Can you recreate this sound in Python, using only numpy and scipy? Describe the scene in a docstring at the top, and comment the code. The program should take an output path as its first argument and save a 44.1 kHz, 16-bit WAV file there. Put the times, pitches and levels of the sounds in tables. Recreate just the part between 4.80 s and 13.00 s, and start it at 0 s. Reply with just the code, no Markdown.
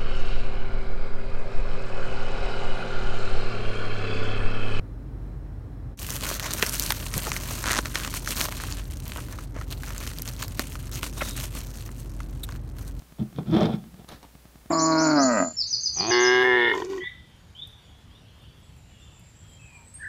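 """A low, slightly wavering motor rumble fills a small room. Just after 1 s the whole background drops
out for an instant. Close by, hands dig a wrapped object out of a thin plastic mailer: each squeeze
buckles the film into a rustle of tiny creases and lets bigger ones snap, while the packet bumps on a
lap. Near 2.9 s one hard pull makes the film judder by stick-slip. Later the hands turn over a bubble-wrap
bag. Near 6.4 s a finger rubs the case near the microphone with a thin high squeak; the rustle thins."""
import sys
import numpy as np
from scipy import signal
from scipy.fft import rfft, irfft, next_fast_len
from scipy.io import wavfile
from scipy.ndimage import uniform_filter1d

SR = 44100
rng = np.random.default_rng(int(sys.argv[2]) if len(sys.argv) > 2 else 0)


def store_wav(level_fs):
    """Save 16-bit WAV to argv[1]."""
    pcm = np.round(np.clip(np.atleast_2d(level_fs), -1, 1) * 32767)
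    wavfile.write(sys.argv[1], SR, pcm.T.astype(np.int16))


N = 361619
TIME = np.arange(N) / SR

# spectrum of the rumble and air: (frequency [Hz], relative density [dB])
ROOM_SPECTRUM = [(20, -29.5), (36, -16), (58, -3), (90, -0.5), (125, 1), (190, -15), (280, -12),
                 (450, -22.5), (1000, -31), (1700, -37), (2800, -47.5), (6000, -55), (11000, -57.5),
                 (16000, -59)]
# partials of the motor hum: (frequency [Hz], rms level [dB])
MOTOR_HUM = [(47, -38), (70, -46), (276, -60)]
# the motor's faint whine: (frequency [Hz], bandwidth [Hz], rms level [dB])
MOTOR_WHINE = [(4060, 77, -83), (5360, 82, -83.5)]
# the whole background cuts out for an instant: (time [s], gain [dB])
CUT_DROPOUT = [(1.13, 0), (1.16, -11), (1.172, -16), (1.2, 0)]
# the packet bumps and flexes: (time [s], peak level [dB], frequency [Hz], t60 [s])
PACKET_BUMPS = [(1.8278, -9.5, 414, 0.01), (2.106, -29, 607, 0.0086), (2.358, -20, 107.7, 0.059),
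                (2.368, -20, 178, 0.057), (2.909, -21, 423, 0.017), (2.989, -12.5, 300, 0.01),
                (3.612, -18, 249, 0.013), (4.762, -27.5, 300, 0.03), (5.7944, -21, 288.5, 0.027),
                (6.231, -23.5, 375, 0.016), (6.4195, -21.5, 590, 0.023)]
# film drags over film: (time [s], duration [s], level [dB], frequency [Hz])
FILM_DRAGS = [(1.829, 0.012, -28, 1700), (1.629, 0.093, -43.5, 1514), (2.103, 0.0095, -28, 1237),
              (2.46, 0.039, -37.5, 620), (2.905, 0.0047, -26, 2200), (2.96, .045, -37.5, 785),
              (4.375, 0.022, -40.5, 810), (4.52, 0.044, -51, 1400), (4.75, 0.054, -51, 1510),
              (4.915, 0.026, -43.5, 2400), (5.038, 0.01, -45, 1455), (5.075, 0.08, -53, 1350),
              (5.203, 0.029, -48, 1487), (6.369, 0.047, -50, 950), (6.407, 0.023, -30, 1520)]
# a finger rubs the case: (time [s], duration [s], level [dB], gain of the upper modes [dB])
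FINGER_SQUEAKS = [(1.6, 0.25, -52, -18), (6.364, 0.28, -47, -7.5), (7.632, 0.012, -34.5, -1.5),
                  (7.637, .016, -42, -0.5)]
# resonances of the microphone port in the case: (frequency [Hz], bandwidth [Hz], gain [dB])
PORT_RESONANCES = [(3760, 130, 6), (3960, 150, -4.5), (8160, 300, -10), (8705, 440, -2), (10130, 200, -1),
                   (12600, 1100, -1.5), (15200, 400, -16.5)]
# response of the plastic, which filters all rustle and snaps: (frequency [Hz], gain [dB])
FILM_RESPONSE = [(200, -2), (400, -0.5), (600, 6.5), (760, -6.5), (1050, 4.5), (1600, 1), (2200, -2),
                 (3000, -1), (3600, -2.5), (4300, 1), (4900, -2), (6300, 2.5), (7700, 1), (9300, 2),
                 (10400, -3.5), (12500, 2), (16000, -6.5)]
# light contact of the hands between squeezes: (time [s], crinkle drive [dB])
LIGHT_CONTACT = [(1.17, -61.5), (1.2, -47), (3.1, -46), (3.9, -43.5), (4.05, -55.5), (4.45, -51.5),
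                 (4.7, -65), (5, -51), (5.7, -51), (6.8, -48.5), (7.3, -58), (7.55, -57.5), (7.9, -66),
                 (8.2, -60)]
# each squeeze or pull:
# (time [s], hold [s], crinkle drive [dB], relative drive of broad folds [dB], of fine fizz [dB])
HAND_SQUEEZES = [(1.174, 0.1, -43.5, -6, 2.5), (1.256, 0.12, -38.5, -4, 2.5),
                 (1.394, 0.17, -36.0, -2.5, -1), (1.564, 0.16, -39, -2, -7), (1.71, 0.18, -36.0, -3, 0.5),
                 (1.897, 0.21, -35.5, -6.0, 1.5), (2.13, 0.14, -42, -4.5, -0.5),
                 (2.31, 0.13, -37.5, -3.5, 1.5), (2.423, 0.16, -39.5, -1.5, -2),
                 (2.584, 0.28, -39.5, -3, -0.5), (2.833, 0.14, -39, 3, -7), (3.03, 0.026, -40, 1.5, -5),
                 (3.125, 0.14, -37.5, -2, -4), (3.305, 0.068, -35, -11, 0.0),
                 (3.454, 0.072, -31.5, -8.5, -0.5), (3.542, 0.11, -32.5, -3.5, 0.5),
                 (3.691, 0.31, -45.5, -3.5, -17), (4.064, 0.11, -53, -5.0, -1.0),
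                 (4.235, 0.18, -46.0, -4, -0.5), (4.482, 0.16, -49, -0.5, -0.5),
                 (4.724, 0.093, -54, 7.5, -5), (4.884, 0.045, -40.5, -7.5, -2.5),
                 (5.042, 0.12, -45.5, 0.5, -2.5), (5.175, 0.11, -42.0, -3, -2.0),
                 (5.336, 0.05, -47, -5.0, -3.5), (5.442, 0.055, -43, -5.5, -3.5),
                 (5.577, 0.057, -37.5, -4, -3), (5.763, 0.059, -38.5, -10, -3),
                 (5.826, 0.12, -48.5, -9.5, 1.5), (6.101, 0.085, -39.5, -10.5, -2),
                 (6.201, 0.074, -37.0, -6.0, -2.0), (6.347, 0.14, -41.5, -3.5, -0.5),
                 (6.541, 0.11, -38.5, -6, -0.5), (6.729, 0.055, -40.5, -4.5, 0),
                 (6.922, 0.14, -52, -6, -1.5), (7.16, 0.038, -52.5, -14.5, 4.5),
                 (7.676, 0.085, -54.0, 1, -5), (7.943, 0.15, -55.5, 0, 1.5)]
# loud creases snap through: (time [s], body drive [dB], frequency [Hz], sharp edge drive [dB])
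LOUD_CREASES = [(1.23, -32.5, 4200, -30.5), (1.305, -23.5, 5160, -38.5), (1.3575, -31, 4060, -27),
                (1.3648, -26.5, 3410, -29), (1.4546, -24, 1977, -42), (1.466, -24.5, 1993, -39.5),
                (1.5019, -26.5, 2205, -29), (1.5973, -21, 2994, -29.5), (1.6425, -26.5, 2330, -34.5),
                (1.7076, -24, 3770, -39), (1.736, -19.5, 5810, -20), (1.826, -8, 2544, -21),
                (1.8641, -19.5, 5290, -34), (1.8946, -22, 4924, -23.5), (1.9971, -17, 3786, -16),
                (2.0234, -21.5, 4860, -37.5), (2.0369, -23, 5910, -37.5), (2.0639, -24, 4200, -29),
                (2.1053, -13.5, 4070, -25), (2.1219, -18, 2452, -18), (2.2654, -26.5, 2747, -41),
                (2.3396, -20.5, 2243, -48.5), (2.379, -21.5, 6280, -18), (2.469, -23.5, 1398, -39),
                (2.5179, -17, 2340, -42), (2.5647, -20, 2173, -31.5), (2.8407, -20.5, 1607, -42.5),
                (2.9097, -17, 2174, -30.5), (2.9174, -19, 5000, -24), (2.9314, -19, 5600, -28),
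                (2.972, -22.5, 5200, -38), (2.9888, -14, 2150, -43), (3.0571, -21.5, 2283, -40),
                (3.156, -13.5, 2163, -38), (3.2484, -22, 2500, -36), (3.2763, -23.5, 1815, -40),
                (3.34, -23.5, 1554, -28.5), (3.475, -21.5, 1840, -37.5), (3.5078, -21.5, 3630, -27.5),
                (3.6072, -17, 2600, -30), (3.6128, -14, 2640, -21.5), (3.654, -24.5, 1317, -26),
                (3.6856, -24.5, 1190, -42), (3.724, -25, 2300, -39.5), (3.801, -28.5, 1510, -45),
                (3.8376, -27.5, 1406, -46), (3.9242, -24.5, 3980, -42), (4.202, -37, 4675, -40.5),
                (4.28, -38, 5020, -32.5), (4.32, -26, 2297, -42), (4.3608, -28, 1002, -51.5),
                (4.5871, -31.5, 1075, -53.5), (4.8136, -31, 1490, -54), (5.0343, -29.5, 1778, -42),
                (5.1805, -28.5, 7080, -34), (5.2758, -25.5, 3000, -38.5), (5.3158, -34.5, 1820, -54),
                (5.386, -28, 3680, -31), (5.4208, -29, 6050, -22.5), (5.4887, -28.5, 4060, -33),
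                (5.6233, -25, 3662, -35), (5.627, -24.5, 2137, -36.5), (5.6814, -33, 6080, -32),
                (5.7944, -16, 2165, -22.5), (5.9548, -30, 1433, -47), (6.2309, -19.5, 2424, -31.5),
                (6.4925, -32, 6290, -37.5), (6.5104, -31, 4910, -44), (7.0906, -37.5, 884, -57),
                (7.404, -32, 1323, -56), (7.6897, -33, 1633, -56.5), (7.723, -35.5, 1810, -55),
                (7.9857, -39.5, 1800, -44)]

FIRST_TOUCH_S = LIGHT_CONTACT[0][0]
FIRM_GRIP_DB = -40  # crinkle drive of a firm grip


def undb(db):
    """Amplitude ratio of a level in decibels."""
    return np.exp(np.asarray(db) * (np.log(10) / 20))


def unit(x):
    """Normalisation to rms 1."""
    return x / np.sqrt(np.mean(x ** 2) + 1e-18)


def curve(points):
    """Linear interpolation of (time, value) points."""
    return np.interp(TIME, *np.transpose(points))


def add(out, start_s, sound):
    """Superposition of a sound from a given time on."""
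    i = int(start_s * SR)
    out[i:i + len(sound)] += sound[:N - i]


def fade(t60, samples):
    """Exponential damping, by 60 dB in t60 seconds."""
    return np.exp(-np.log(1000) * TIME[:samples] / t60)


def band(x, lo_hz, hi_hz, order=2):
    """Band-pass filtering between two edges."""
    return signal.lfilter(*signal.butter(order, [lo_hz, min(hi_hz, SR / 2 - 1)], "band", fs=SR), x)


def ring(x, hz, width_hz):
    """Forced response of one resonance, with gain 1 at its centre."""
    return signal.lfilter(*signal.iirpeak(hz, hz / min(width_hz, SR / np.pi), fs=SR), x)


def colour(x, points):
    """Minimum-phase filtering through (Hz, dB) points, from the cepstrum of the gain."""
    size = 2 * next_fast_len(N // 2 + 4096)
    hz, db = np.transpose(points)
    bins_hz = np.arange(size // 2 + 1) * SR / size
    gain = undb(np.interp(np.log(bins_hz + 1), np.log(hz), db))
    cepstrum = irfft(np.log(gain))[:size // 2]
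    response = np.exp(2 * rfft(cepstrum, size) - cepstrum[0])
    return irfft(rfft(x, size) * response)[:N]


def smooth(x, seconds):
    """Running mean with triangular weighting."""
    width = max(int(seconds * SR), 1)
    return uniform_filter1d(uniform_filter1d(x, width), width)


def wander(per_s):
    """Random modulation of rms 1: chance values joined by straight lines."""
    return unit(np.interp(TIME * per_s, np.arange(1024), rng.standard_normal(1024)))


def diffuse_tail(x, lo_hz, hi_hz, t60, db):
    """Diffuse decay: a band's energy dies away as noise, since the sheet keeps changing shape."""
    retained = np.exp(-2 * np.log(1000) / (t60 * SR))
    energy = signal.lfilter([1 - retained], [1, -retained], band(x, lo_hz, hi_hz) ** 2)
    return undb(db) * np.sqrt(energy) * unit(band(rng.standard_normal(N), lo_hz, hi_hz))


def motor_rumble(waver=.025, throb_db=1.5, air_db=-38.5):
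    """Frequency and amplitude modulation make a hum waver, amid a thin whine and dull noise."""
    motor_time = np.cumsum(1 + waver * wander(12)) / SR
    hum = sum(undb(db + throb_db * wander(7)) * np.sqrt(2) * np.sin(2 * np.pi * hz * motor_time)
              for hz, db in MOTOR_HUM)
    noise = rng.standard_normal(N)
    whine = sum(undb(db) * unit(ring(noise, hz, width)) for hz, width, db in MOTOR_WHINE)
    air = undb(air_db + wander(6.5) / 2) * unit(colour(rng.standard_normal(N), ROOM_SPECTRUM))
    return hum + whine + air


def lap_shuffle(crinkle_db, firm_db=-46):
    """Friction of the packet shifting on the lap: a soft low noise that follows the handling."""
    gain = undb(firm_db + (crinkle_db - FIRM_GRIP_DB) / 2)
    return gain * unit(band(rng.standard_normal(N), 112, 294))


def packet_bumps(samples=4000):
    """Damped free vibration: each bump excites one low mode of the packet."""
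    out = np.zeros(N)
    for start, db, hz, t60 in PACKET_BUMPS:
        add(out, start, undb(db) * fade(t60, samples) * np.sin(2 * np.pi * hz * TIME[:samples]))
    return out


def stick_slip(seconds):
    """Stick-slip friction: uneven clicks that swell quickly and die away."""
    progress = np.linspace(0, 1, int(seconds * SR))
    slips = rng.standard_normal(SR)[:len(progress)]
    return slips * np.abs(slips) * np.sin(np.pi * progress ** 0.57)


def film_drags():
    """Sliding friction of film on film rasps in a broad band."""
    out = np.zeros(N)
    for start, seconds, db, hz in FILM_DRAGS:
        rasp = band(stick_slip(seconds), hz / 1.86, hz * 1.66, order=3)
        add(out, start, undb(db) * unit(rasp))
    return out


def finger_squeaks():
    """Forced resonance: a finger slipping on the case rings the high modes of the microphone port."""
    out = np.zeros(N)
    for start, seconds, db, upper_db in FINGER_SQUEAKS:
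        slips = stick_slip(seconds)
        modes = sum(undb(mode_db + upper_db * (k > 0)) * ring(slips, hz, width)
                    for k, (hz, width, mode_db) in enumerate(PORT_RESONANCES))
        add(out, start, undb(db) * unit(modes))
    return out


def handling(attack_s=.034, release_t60=.11):
    """Incoherent sources add in power: contact and squeezes drive crinkle, folds and fizz, in dB."""
    contact_shares_db = np.array([[0], [-5], [-0.2]])
    power = undb(curve(LIGHT_CONTACT) + contact_shares_db) ** 2
    for start, hold, db, folds_db, fizz_db in HAND_SQUEEZES:
        age = TIME[:int((hold + release_t60) * SR)]
        attack = np.minimum(age / attack_s, 1)
        release = np.exp(-np.log(1000) * np.maximum(age - hold, 0) / release_t60)
        for layer, share_db in zip(power, (0, folds_db, fizz_db)):
            add(layer, start, (attack * release * undb(db + share_db)) ** 2)
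    return 10 * np.log10(power)


def rustle(crinkle_db, folds_db, fizz_db, firm_per_s=950, spread_db=3.5, scatter_db=4.5, rub_db=-10):
    """Shot noise: tiny creases buckle, more often under a firmer grip, over the hiss of sliding film."""
    chance = firm_per_s / SR * undb(.55 * (crinkle_db - FIRM_GRIP_DB) + 2 * wander(30))
    sizes = undb(spread_db * np.minimum(rng.exponential(size=N), 4.5))
    clicks = (rng.random(N) < chance) * sizes * rng.choice([-1, 1], N)
    rub = undb(rub_db) * np.sqrt(chance) * rng.standard_normal(N)
    # large facets sound low, small ones high: (low edge [Hz], high edge [Hz], weight [dB])
    layers = [(folds_db - 1.5, [(171, 490, -6), (566, 1230, -1.5), (1210, 2200, -0.5)]),
              (crinkle_db - 0.14, [(1950, 3550, 1), (3150, 4930, -3.0), (4730, 6900, -3.2)]),
              (fizz_db + 0.3, [(6470, 12400, -0.49), (10900, 18000, -1.5)])]
    out = np.zeros(N)
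    for layer_db, facets in layers:
        grains = np.zeros(N)
        for lo_hz, hi_hz, db in facets:
            pushes = clicks * undb(scatter_db * rng.standard_normal(N)) + rub
            grains += undb(db + 2.7 * wander(25)) * band(pushes, lo_hz, hi_hz)
        grains += diffuse_tail(grains, facets[0][0], facets[-1][1], t60=0.045, db=-4.0)
        running_rms = np.sqrt(np.abs(smooth(grains ** 2, seconds=0.031)) + 1e-9)
        out += grains / running_rms * undb(layer_db)
    tremor = undb(1.38 * wander(36))  # the film gives way unevenly under the fingers
    return out * tremor * (TIME > FIRST_TOUCH_S)


def snaps(creases, base_t60=0.0037, flutter_db=-31, tick_db=-4, neighbours_db=-5, samples=900):
    """Snap-through buckling: a crease yields in quick slips, its facet rings, the sheet flutters."""
    out = np.zeros(N)
    flutter_envelope = undb(flutter_db) * fade(.02, samples)
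    one_ms_gain = np.sqrt(SR / 1000 / samples)  # gives an rms-1 snap the energy of 1 ms at rms 1
    draws = rng.standard_normal((len(creases), 3, samples))
    for (start, db, hz, edge_db), (slips, flutter, chance) in zip(creases, draws):
        # a larger crease takes longer to give way
        slip_envelope = fade(base_t60 * undb(0.3 * (db + 20)), samples)
        push = 0.13 * np.clip(slips, -2.5, 2.5) ** 3 * slip_envelope + flutter * flutter_envelope
        push[0] += 1.4
        facet = unit(band(ring(push, hz, hz / 2), hz / 4, 1.65 * hz, order=1))
        # three neighbouring facets of chance size ring along
        neighbours_hz = hz * 2 ** (0.19 + 1.02 * np.tanh(chance[:3]))
        signs = np.sign(chance[-3:])
        neighbours = sum(sign * ring(push, f, f / 10) for f, sign in zip(neighbours_hz, signs))
        # the slip itself ticks, duller on a large fold, and the sheet shoves a little air
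        tick = undb(tick_db) * unit(band(push, 545, min(4.3 * hz, 8000), order=3))
        puff = undb(-14) * unit(band(push, 310, 810))
        body = unit(facet + undb(neighbours_db) * unit(neighbours) + tick + puff)
        edge = unit(band(push * fade(0.009, samples), 10600, 15400, order=3))
        add(out, start, (undb(db) * body + undb(edge_db + 1) * edge) * one_ms_gain)
    return out


def stray_creases(crinkle_db, centre_hz=4070, octaves=.55, over_db=8, scatter_db=2, count=90):
    """Random buckling: lesser creases snap more often and louder under a firmer grip."""
    grip_db = crinkle_db - FIRM_GRIP_DB
    strain = np.cumsum(undb(grip_db / 2) * (TIME > FIRST_TOUCH_S))
    times = np.interp(rng.random(count) * strain[-1], strain, TIME)
    size, pitch = rng.standard_normal((count, 2)).T
    db = FIRM_GRIP_DB + over_db + .75 * np.interp(times, TIME, grip_db) + scatter_db * size
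    hz = np.clip(centre_hz * 2 ** (octaves * pitch), 1000, 7000)
    creases = np.transpose([times, db, hz, db - 6])
    return snaps(creases, base_t60=0.0021, flutter_db=-38, tick_db=-5, neighbours_db=-3)


def judder(start_s=2.859, per_s=110, jitter_s=.001, hz=1680, octaves=0.079, count=15):
    """Relaxation oscillation: taut film sticks and slips, each slip a dry snap of the same fold."""
    body_db, edge_db = -20.5, -37
    slips = [(start_s + k / per_s + jitter_s * late, body_db, hz * 2 ** (octaves * pitch), edge_db)
             for k, (late, _, pitch) in enumerate(rng.standard_normal((count, 3)))]
    return snaps(slips, base_t60=0.0013, flutter_db=-44.5, tick_db=0, neighbours_db=-9)


def scene():
    """Superposition of close plastic, the short dull reflections of a padded space and the rumble."""
    crinkle_db, folds_db, fizz_db = handling()
    creases = snaps(LOUD_CREASES) + judder() + stray_creases(crinkle_db)
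    film = colour(creases + rustle(crinkle_db, folds_db, fizz_db), FILM_RESPONSE)
    plastic = film + packet_bumps() + film_drags() + finger_squeaks()
    reflections = (diffuse_tail(plastic, 165, 710, t60=0.033, db=-4)
                   + diffuse_tail(plastic, 760, 2220, t60=0.027, db=-5.5)
                   + diffuse_tail(plastic, 1840, 10200, t60=0.047, db=-12.0))
    foreground = plastic + reflections + lap_shuffle(crinkle_db)
    background = motor_rumble() * undb(curve(CUT_DROPOUT))
    return (foreground + background)[None]


def record(dry, cutoff_hz=15950):
    """Soft saturation rounds the highest peaks; low-pass filtering cuts the top of the treble."""
    low_pass = signal.ellip(10, .1, 70, cutoff_hz, fs=SR, output="sos")
    return signal.sosfilt(low_pass, np.tanh(dry))


dry = scene()
out = record(dry)
store_wav(out)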